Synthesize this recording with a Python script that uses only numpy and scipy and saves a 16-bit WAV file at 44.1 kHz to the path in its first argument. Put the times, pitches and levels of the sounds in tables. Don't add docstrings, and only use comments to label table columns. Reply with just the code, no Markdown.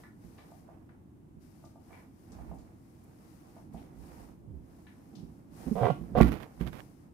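import sys
import numpy as np
from scipy import signal
from scipy.fft import rfft, irfft, next_fast_len
from scipy.io import wavfile

SR = 44100
rng = np.random.default_rng(int(sys.argv[2]) if len(sys.argv) > 2 else 0)


def put_to_file(sound):
    columns = np.atleast_2d(sound).T
    safe = np.clip(columns, -1, 1)
    whole_steps = np.round(safe * 32767)
    wavfile.write(sys.argv[1], SR, whole_steps.astype(np.int16))


N = 314433
TIME = np.arange(N) / SR


def from_db(db):
    return 10 ** (np.asarray(db) / 20)


def unit_rms(x):
    return x / np.sqrt(np.mean(x ** 2) + 1e-20)


def at_bins(points, size):
    hz, value = np.transpose(points)
    bin_hz = np.arange(size // 2 + 1) * SR / size
    return np.interp(np.log(bin_hz + 1), np.log(hz), value)


def pan(left_db):
    gains = from_db(np.array([[left_db], [-left_db]]) / 2)
    return gains / gains.mean()


def drift(rate_hz):
    knots = rng.standard_normal(4000)
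    return unit_rms(np.interp(TIME * rate_hz * 2, np.arange(len(knots)), knots))


def envelope(s, held, rise, t60):
    t = TIME[::16]
    run_up = np.minimum((t - s) / max(rise, 1e-4), 0)
    fall = np.maximum(t - s - held, 0) / t60
    attenuation = 2 * run_up ** 2 + np.log(1000) * fall
    return np.interp(TIME, t, np.exp(-np.minimum(attenuation, 30)))


def swell(s, half_width):
    return np.exp(-np.minimum(((TIME - s) / half_width) ** 2, 30))


def add(out, s, sound):
    start = max(round(s * SR), 0)
    out[:, start:start + sound.shape[-1]] += sound[:, :N - start]


# (frequency [Hz], correlation [-1..1])
PORT_CORRELATION = [(60, 0.52), (130, 0.96), (290, 0.72), (640, 0.12), (1400, -0.27), (3000, 0.014),
                    (15000, 0.041)]

def coloured(source, spectrum):
    size = next_fast_len(N, True)
    alike = np.clip(at_bins(PORT_CORRELATION, size), -.99, .99)
    shaped = rfft(source, size) * from_db(at_bins(spectrum, size)) * np.sqrt([1 + alike, 1 - alike])
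    mid, side = irfft(shaped, size)[:, :N]
    return np.array([mid + side, mid - side]) / mid.std()


def noise(spectrum):
    return coloured(rng.standard_normal((2, N)), spectrum)


def friction(spectrum, per_s, spread_db):
    sizes = from_db(spread_db * np.minimum(rng.exponential(1, N), 4))
    released = rng.random(N) < per_s / SR
    return coloured(sizes * released * rng.standard_normal((2, N)), spectrum)


def struck(blows, modes, vary_db, port_spread, opposed=True):
    out, t = np.zeros((2, N)), TIME[:SR // 2]
    hz, mode_db, t60 = np.transpose(modes)
    signs = (-1 if opposed else 1) ** np.arange(len(hz))
    rings = signs[:, None] * np.sin(2 * np.pi * hz[:, None] * t) * from_db(-60 * t / t60[:, None])
    for s, peak_db, cutoff_hz in blows:
        right = from_db(mode_db + vary_db * rng.standard_normal(len(hz)))
        left = right * (1 + port_spread * rng.standard_normal(len(hz))) / np.hypot(1, port_spread)
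        contact = signal.butter(2, min(cutoff_hz, .4 * SR), fs=SR, output="sos")
        sound = signal.sosfilt(contact, np.array([left, right]) @ rings)
        add(out, s, from_db(peak_db) * sound / np.abs(sound[1]).max())
    return out


def noise_bursts(bursts, width):
    out, t = np.zeros((2, N)), TIME[:SR // 2]
    for s, db, hz, t60 in bursts:
        edges = np.clip([hz / (1 + width), hz * (1 + width)], 20, .47 * SR)
        band = signal.butter(2, edges, "band", fs=SR, output="sos")
        burst = unit_rms(signal.sosfilt(band, rng.standard_normal((2, len(t)))))
        add(out, s, from_db(db) * burst * from_db(-60 * t / t60))
    return out


def reverberation(x, low_hz, build_s, high_hz=7000, t60_s=0.29):
    t = TIME[:SR]
    tail = rng.standard_normal((2, SR)) * from_db(-60 * t / t60_s) * (1 - np.exp(-t / build_s))
    tail /= np.sqrt(np.sum(tail ** 2) / 2)
    tail = signal.sosfilt(signal.butter(1, [low_hz, high_hz], "band", fs=SR, output="sos"), tail)
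    return signal.fftconvolve(x.mean(axis=0)[None], tail, axes=1)[:, :N]


# (frequency [Hz], spectral density [dB])
AMBIENT_SPECTRUM = [(20, -23.5), (45, -8.5), (90, -1), (190, -4.5), (335, -3.5), (410, -19.5), (560, -22.5),
                    (850, -24), (1400, -32.5), (2500, -40), (4500, -47.5), (10000, -44.5), (15500, -48)]

def room_tone():
    return from_db(-56.5) * noise(AMBIENT_SPECTRUM) * pan(0.35)


# (time [s], peak level [dB], contact cutoff [Hz])
SEAM_BUMPS = [(0.386, -41, 1500), (0.517, -42, 1300), (0.687, -37.5, 1000), (1.639, -39.5, 1210),
              (1.756, -42, 900), (1.906, -43.5, 1500), (2.387, -37.5, 910), (2.48, -55, 795),
              (2.512, -34.5, 850), (3.565, -42, 1120), (3.743, -37.5, 905), (5.286, -54.5, 665)]
# (frequency [Hz], level [dB], T60 [s])
SOLEPLATE_MODES = [(523, -5, 0.02), (671, 7.5, 0.03), (784, 0.5, 0.05), (895, -1, 0.049),
                   (1040, -7.5, 0.028), (1180, -5, 0.055), (1514, -13, 0.019)]
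# (time [s], peak level [dB], contact cutoff [Hz])
SHELL_CLACKS = [(0.036, -42.5, 1500), (0.047, -46, 1290), (0.384, -49.5, 5000), (0.891, -57, 950),
                (1.906, -54, 1600), (1.929, -48, 1700), (1.975, -49, 2050), (4.868, -47.5, 2620)]
# (frequency [Hz], level [dB], T60 [s])
PLASTIC_MODES = [(986, -4.5, 0.016), (1430, -7.5, 0.026), (1750, -6.5, 0.041), (1960, -2.5, 0.017),
                 (2320, 0.5, 0.018), (2800, -17, 0.014), (3870, -6, 0.0098)]
# (time [s], level [dB], centre frequency [Hz], T60 [s])
NOISY_TICKS = [(0.036, -56.5, 1300, 0.062), (0.38, -64, 3100, 0.23), (0.51, -67, 8000, 0.064),
               (.891, -64.5, 1330, 0.25), (1.65, -67, 5300, .2), (1.93, -63, 1850, 0.33),
               (2.319, -63, 5840, 0.15), (2.546, -69, 9000, 0.12), (2.585, -71, 5500, 0.22),
               (3.038, -67, 10000, .06), (3.735, -66, 9000, 0.058), (3.77, -69, 2670, 0.4),
               (4.869, -63.5, 2070, 0.24), (5.153, -61.5, 4270, 0.26)]

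def handling():
    bumps = struck(SEAM_BUMPS, SOLEPLATE_MODES, vary_db=2.0, port_spread=.6)
    clacks = struck(SHELL_CLACKS, PLASTIC_MODES, vary_db=2.0, port_spread=.9)
    ticks = noise_bursts(NOISY_TICKS, width=0.44) * from_db(1.9 * drift(90))
    direct = from_db(-5) * bumps * pan(-1.5) + from_db(-2) * clacks * pan(1.2) + ticks * pan(7)
    radiated = from_db(-3) * bumps + from_db(3) * clacks + from_db(-2) * ticks
    return direct + reverberation(radiated, low_hz=305, build_s=0.009)


# (time [s], hold [s], level [dB])
PORT_SCUFFS = [(6.18, 0.051, -43), (6.25, 0.046, -43), (6.322, 0.014, -44), (6.351, 0.028, -51),
               (6.404, 0.041, -51), (6.61, 0.0041, -47.5), (6.63, .015, -56.5), (6.673, 0.005, -45.5),
               (6.735, 0.061, -51)]
# (frequency [Hz], spectral density [dB])
SCUFF_SPECTRUM = [(25, -14), (55, -26), (110, 8.5), (350, 2), (700, -3.5), (1300, -8.5), (2400, -13.5),
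                  (4000, -23), (8000, -34.5), (12000, -26.5), (16000, -33)]
# (time [s], level [dB])
PORT_SNAGS = [(6.211, -27), (6.221, -34.5), (6.23, -33.5), (6.332, -56), (6.431, -46), (6.611, -48.5),
              (6.674, -45.5), (6.732, -53), (6.804, -51)]
# (frequency [Hz], spectral density [dB])
SNAG_SPECTRUM = [(300, -14), (900, 5), (2200, 7), (4000, -7), (8000, -20), (12000, -15), (16000, -19)]
RIGHT_PORT_PAN_DB = -18.5

def port_scuff():
    contact = sum(from_db(db) * envelope(s, held, rise=0.015, t60=0.087) for s, held, db in PORT_SCUFFS)
    crackle = contact * friction(SCUFF_SPECTRUM, per_s=4500, spread_db=2.8)
    snagging = sum(from_db(db) * envelope(s, held=0.00067, rise=0, t60=0.017) for s, db in PORT_SNAGS)
    snaps = snagging * noise(SNAG_SPECTRUM)
    return (from_db(3.0) * crackle + snaps) * pan(RIGHT_PORT_PAN_DB)


# (time [s], half-width [s], rumble level [dB], puff level [dB])
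HAND_PRESSES = [(2.47, 0.14, -53.5, -48.5), (3.77, 0.13, -54, -83), (4.03, 0.076, -57, -56),
                (4.22, 0.11, -57.5, -58), (4.53, 0.12, -53, -56.5), (5.221, 0.096, -53.5, -70),
                (5.87, 0.3, -46.5, -67), (6.228, 0.066, -27.5, -35), (6.285, 0.1, -42.5, -57),
                (6.653, 0.056, -43, -45), (6.79, 0.09, -61, -77)]
# (frequency [Hz], spectral density [dB])
PUFF_SPECTRUM = [(15, -29), (35, -16), (62, 13), (78, 0), (105, -23), (200, -30.5), (600, -67)]
# (frequency [Hz], spectral density [dB])
RUMBLE_SPECTRUM = [(20, -17), (55, -4), (90, -6.5), (160, 0), (240, -1.5), (330, -4.5), (480, -19),
                   (900, -30), (2000, -66)]

def leaning(resting_db=-62.5):
    airflow = sum(from_db(db) * swell(s, width) for s, width, _, db in HAND_PRESSES)
    hand_load = sum(from_db(db) * swell(s, width) for s, width, db, _ in HAND_PRESSES)
    puff = airflow * noise(PUFF_SPECTRUM)
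    rumble = (from_db(resting_db) + hand_load) * noise(RUMBLE_SPECTRUM)
    return puff * pan(RIGHT_PORT_PAN_DB) + rumble * pan(-6)


# (time [s], peak level [dB], contact cutoff [Hz])
BOARD_BLOWS = [(0.247, -38, 302), (1.37, -40.5, 403), (2.523, -34.5, 200), (3.745, -34.5, 300),
               (5.232, -35.5, 203), (5.668, -25, 600), (5.713, -30, 603), (6.013, -28.5, 250),
               (6.179, -15, 300), (6.21, -2, 435), (6.2435, -33, 203), (6.609, -19, 410), (6.671, -34, 300)]
# (frequency [Hz], level [dB], T60 [s])
PLATE_MODES = [(60.3, -2.5, .28), (120, -15, .12), (175, 0, .17), (205, -7, .06), (226, -3, .15),
               (290, -9, .04), (347, -5, .12), (440, -10, .04)]

def thumps(low_hz=43):
    ringing = struck(BOARD_BLOWS, PLATE_MODES, vary_db=1.5, port_spread=0.5, opposed=False)
    return signal.sosfilt(signal.butter(2, low_hz, "high", fs=SR, output="sos"), ringing)


# (time [s], hold [s], starting pitch [Hz], level [dB])
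TOP_GROANS = [(4.48, 0.12, 114.8, -50), (5.169, 0.035, 175, -50), (5.67, 0.017, 280, -37),
              (5.716, 0.011, 220, -26), (5.755, 0.039, 185, -39), (5.816, 0.045, 136, -28.5),
              (5.9, 0.021, 158, -28)]

def groans(waver=0.081, sag_hz_per_s=570, octave_db=-14.5):
    out, unsteady = 0, 1 + waver * drift(55)
    for s, held, hz, db in TOP_GROANS:
        pitch = (hz - sag_hz_per_s * np.clip(TIME - s, 0, held)) * unsteady
        phase = 2 * np.pi * np.cumsum(pitch) / SR
        tone = np.sqrt(2) * (np.sin(phase) + from_db(octave_db) * np.sin(2 * phase))
        out = out + from_db(db) * envelope(s, held, rise=0.0056, t60=0.056) * tone
    return out


# (time [s], slip interval [s], peak level [dB], contact cutoff [Hz])
CREAK_STRAIN = [
    [(5.755, .009, -28.5, 900), (5.8, .008, -26, 1000), (5.825, 0.0089, -20, 1100),
     (5.855, 0.013, -17.5, 1250), (5.868, 0.017, -18.5, 1250), (5.912, 0.022, -18, 1200)],
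    [(6.152, .006, -23.5, 850), (6.165, 0.0082, -21, 1100), (6.188, 0.013, -14, 1180)],
]

def frame_slips(max_per_creak=32, jitter=.02, vary_db=.7):
    slips = []
    for creak in CREAK_STRAIN:
        times, *strain = np.transpose(creak)
        s = times[0]
        for late, hard in rng.standard_normal((max_per_creak, 2)):
            if s <= times[-1]:
                gap, db, hz = (np.interp(s, times, column) for column in strain)
                slips.append((s, db + vary_db * hard, hz))
                s += gap * (1 + jitter * late)
    return slips


def sheet_rasp(slips, top_db=-44, db_per_db=1.47, centre_hz=2600, t60_s=0.068):
    hardest_db = max(db for _, db, _ in slips)
    bursts = [(s, top_db + db_per_db * (db - hardest_db), centre_hz, t60_s) for s, db, _ in slips]
    return noise_bursts(bursts, width=0.36)


# (time [s], peak level [dB], contact cutoff [Hz])
IRON_LANDING = [(6.203, -13, 1700)]
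# (frequency [Hz], level [dB], T60 [s])
BOARD_FRAME_MODES = [(402, -11.5, 0.071), (488, 1, 0.02), (591, -6.5, 0.044), (651, 1, 0.014),
                     (742, -0.5, 0.036), (851, -22, 0.086), (983, -4.5, 0.013), (1118, -15, 0.065),
                     (1180, -12.5, 0.024), (1400, -24, 0.21), (1546, -19, 0.032), (1993, -19.5, 0.046),
                     (2356, -17, 0.019)]

def board():
    booms = thumps() + groans()
    slips = frame_slips()
    creaks = struck(IRON_LANDING + slips, BOARD_FRAME_MODES, vary_db=2.5, port_spread=1.0)
    rasp = sheet_rasp(slips)
    radiated = from_db(-8) * creaks + from_db(1) * booms + from_db(-1) * rasp
    echo = reverberation(radiated, low_hz=1140, build_s=0.006)
    return creaks * pan(-11.5) + booms * pan(-13.5) + rasp * pan(1.5) + echo


# (time at full speed [s], hold [s], rise [s], hiss level [dB], rub level [dB])
IRON_STROKES = [(0, .01, .05, -66.5, -67), (.27, 0.32, 0.1, -70, -68), (.72, 0.17, 0.11, -90, -70),
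                (1.43, 0.25, 0.035, -71.5, -75), (1.93, 0.069, 0.16, -70.5, -64),
                (2.24, 0.13, 0.14, -73.5, -73), (2.38, 0.27, 0.12, -76, -65), (3.03, 0.21, 0.45, -74, -72),
                (3.35, 0.26, 0.17, -71.5, -67.5), (3.75, 0.079, 0.035, -71, -64),
                (4.07, 0.17, 0.14, -66.5, -62), (4.76, 0.35, 0.21, -74, -71.5),
                (5.17, 0.22, .05, -77, -73.5), (5.602, 0.26, 0.097, -61.5, -61.5),
                (6.2, 0.29, 0.56, -73.5, -61.5), (6.62, .19, 0.13, -69.5, -72),
                (6.9, 0.13, 0.28, -76.5, -70.5)]
# (frequency [Hz], spectral density [dB])
WEAVE_SPECTRUM = [(1000, -2.5), (2000, -2), (3500, -9), (5200, -3.5), (7500, -7), (10000, -4.5),
                  (14000, -8), (16000, -12.5)]
# (frequency [Hz], spectral density [dB])
PADDING_SPECTRUM = [(250, -12), (450, 0.5), (560, -3.5), (760, -1), (1100, -7.5), (1500, -13.5),
                    (2300, -19.5), (3500, -33), (6000, -36.5)]

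def iron_glide(hiss_t60_s=0.55, rub_t60_s=0.61):
    hiss_gain = sum(from_db(db) * envelope(s, held, rise, hiss_t60_s)
                    for s, held, rise, db, _ in IRON_STROKES)
    rub_gain = sum(from_db(db) * envelope(s, held, rise, rub_t60_s)
                   for s, held, rise, _, db in IRON_STROKES)
    hiss = hiss_gain * friction(WEAVE_SPECTRUM, per_s=27000, spread_db=-3.0) * from_db(0.46 * drift(4.2))
    rub = rub_gain * friction(PADDING_SPECTRUM, per_s=2500, spread_db=1.0) * from_db(2.0 * drift(8))
    return from_db(-3.0) * hiss * pan(13.5) + from_db(-0.5) * rub * pan(-6.5)


def scene():
    return room_tone() + iron_glide() + handling() + port_scuff() + leaning() + board()


def record(dry, ceiling=.92, cutoff_hz=15500):
    rounded = dry / (1 + (dry / ceiling) ** 6) ** (1 / 6)
    return signal.sosfilt(signal.ellip(10, .1, 80, cutoff_hz, fs=SR, output="sos"), rounded)


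dry = scene()
out = record(dry)
put_to_file(out)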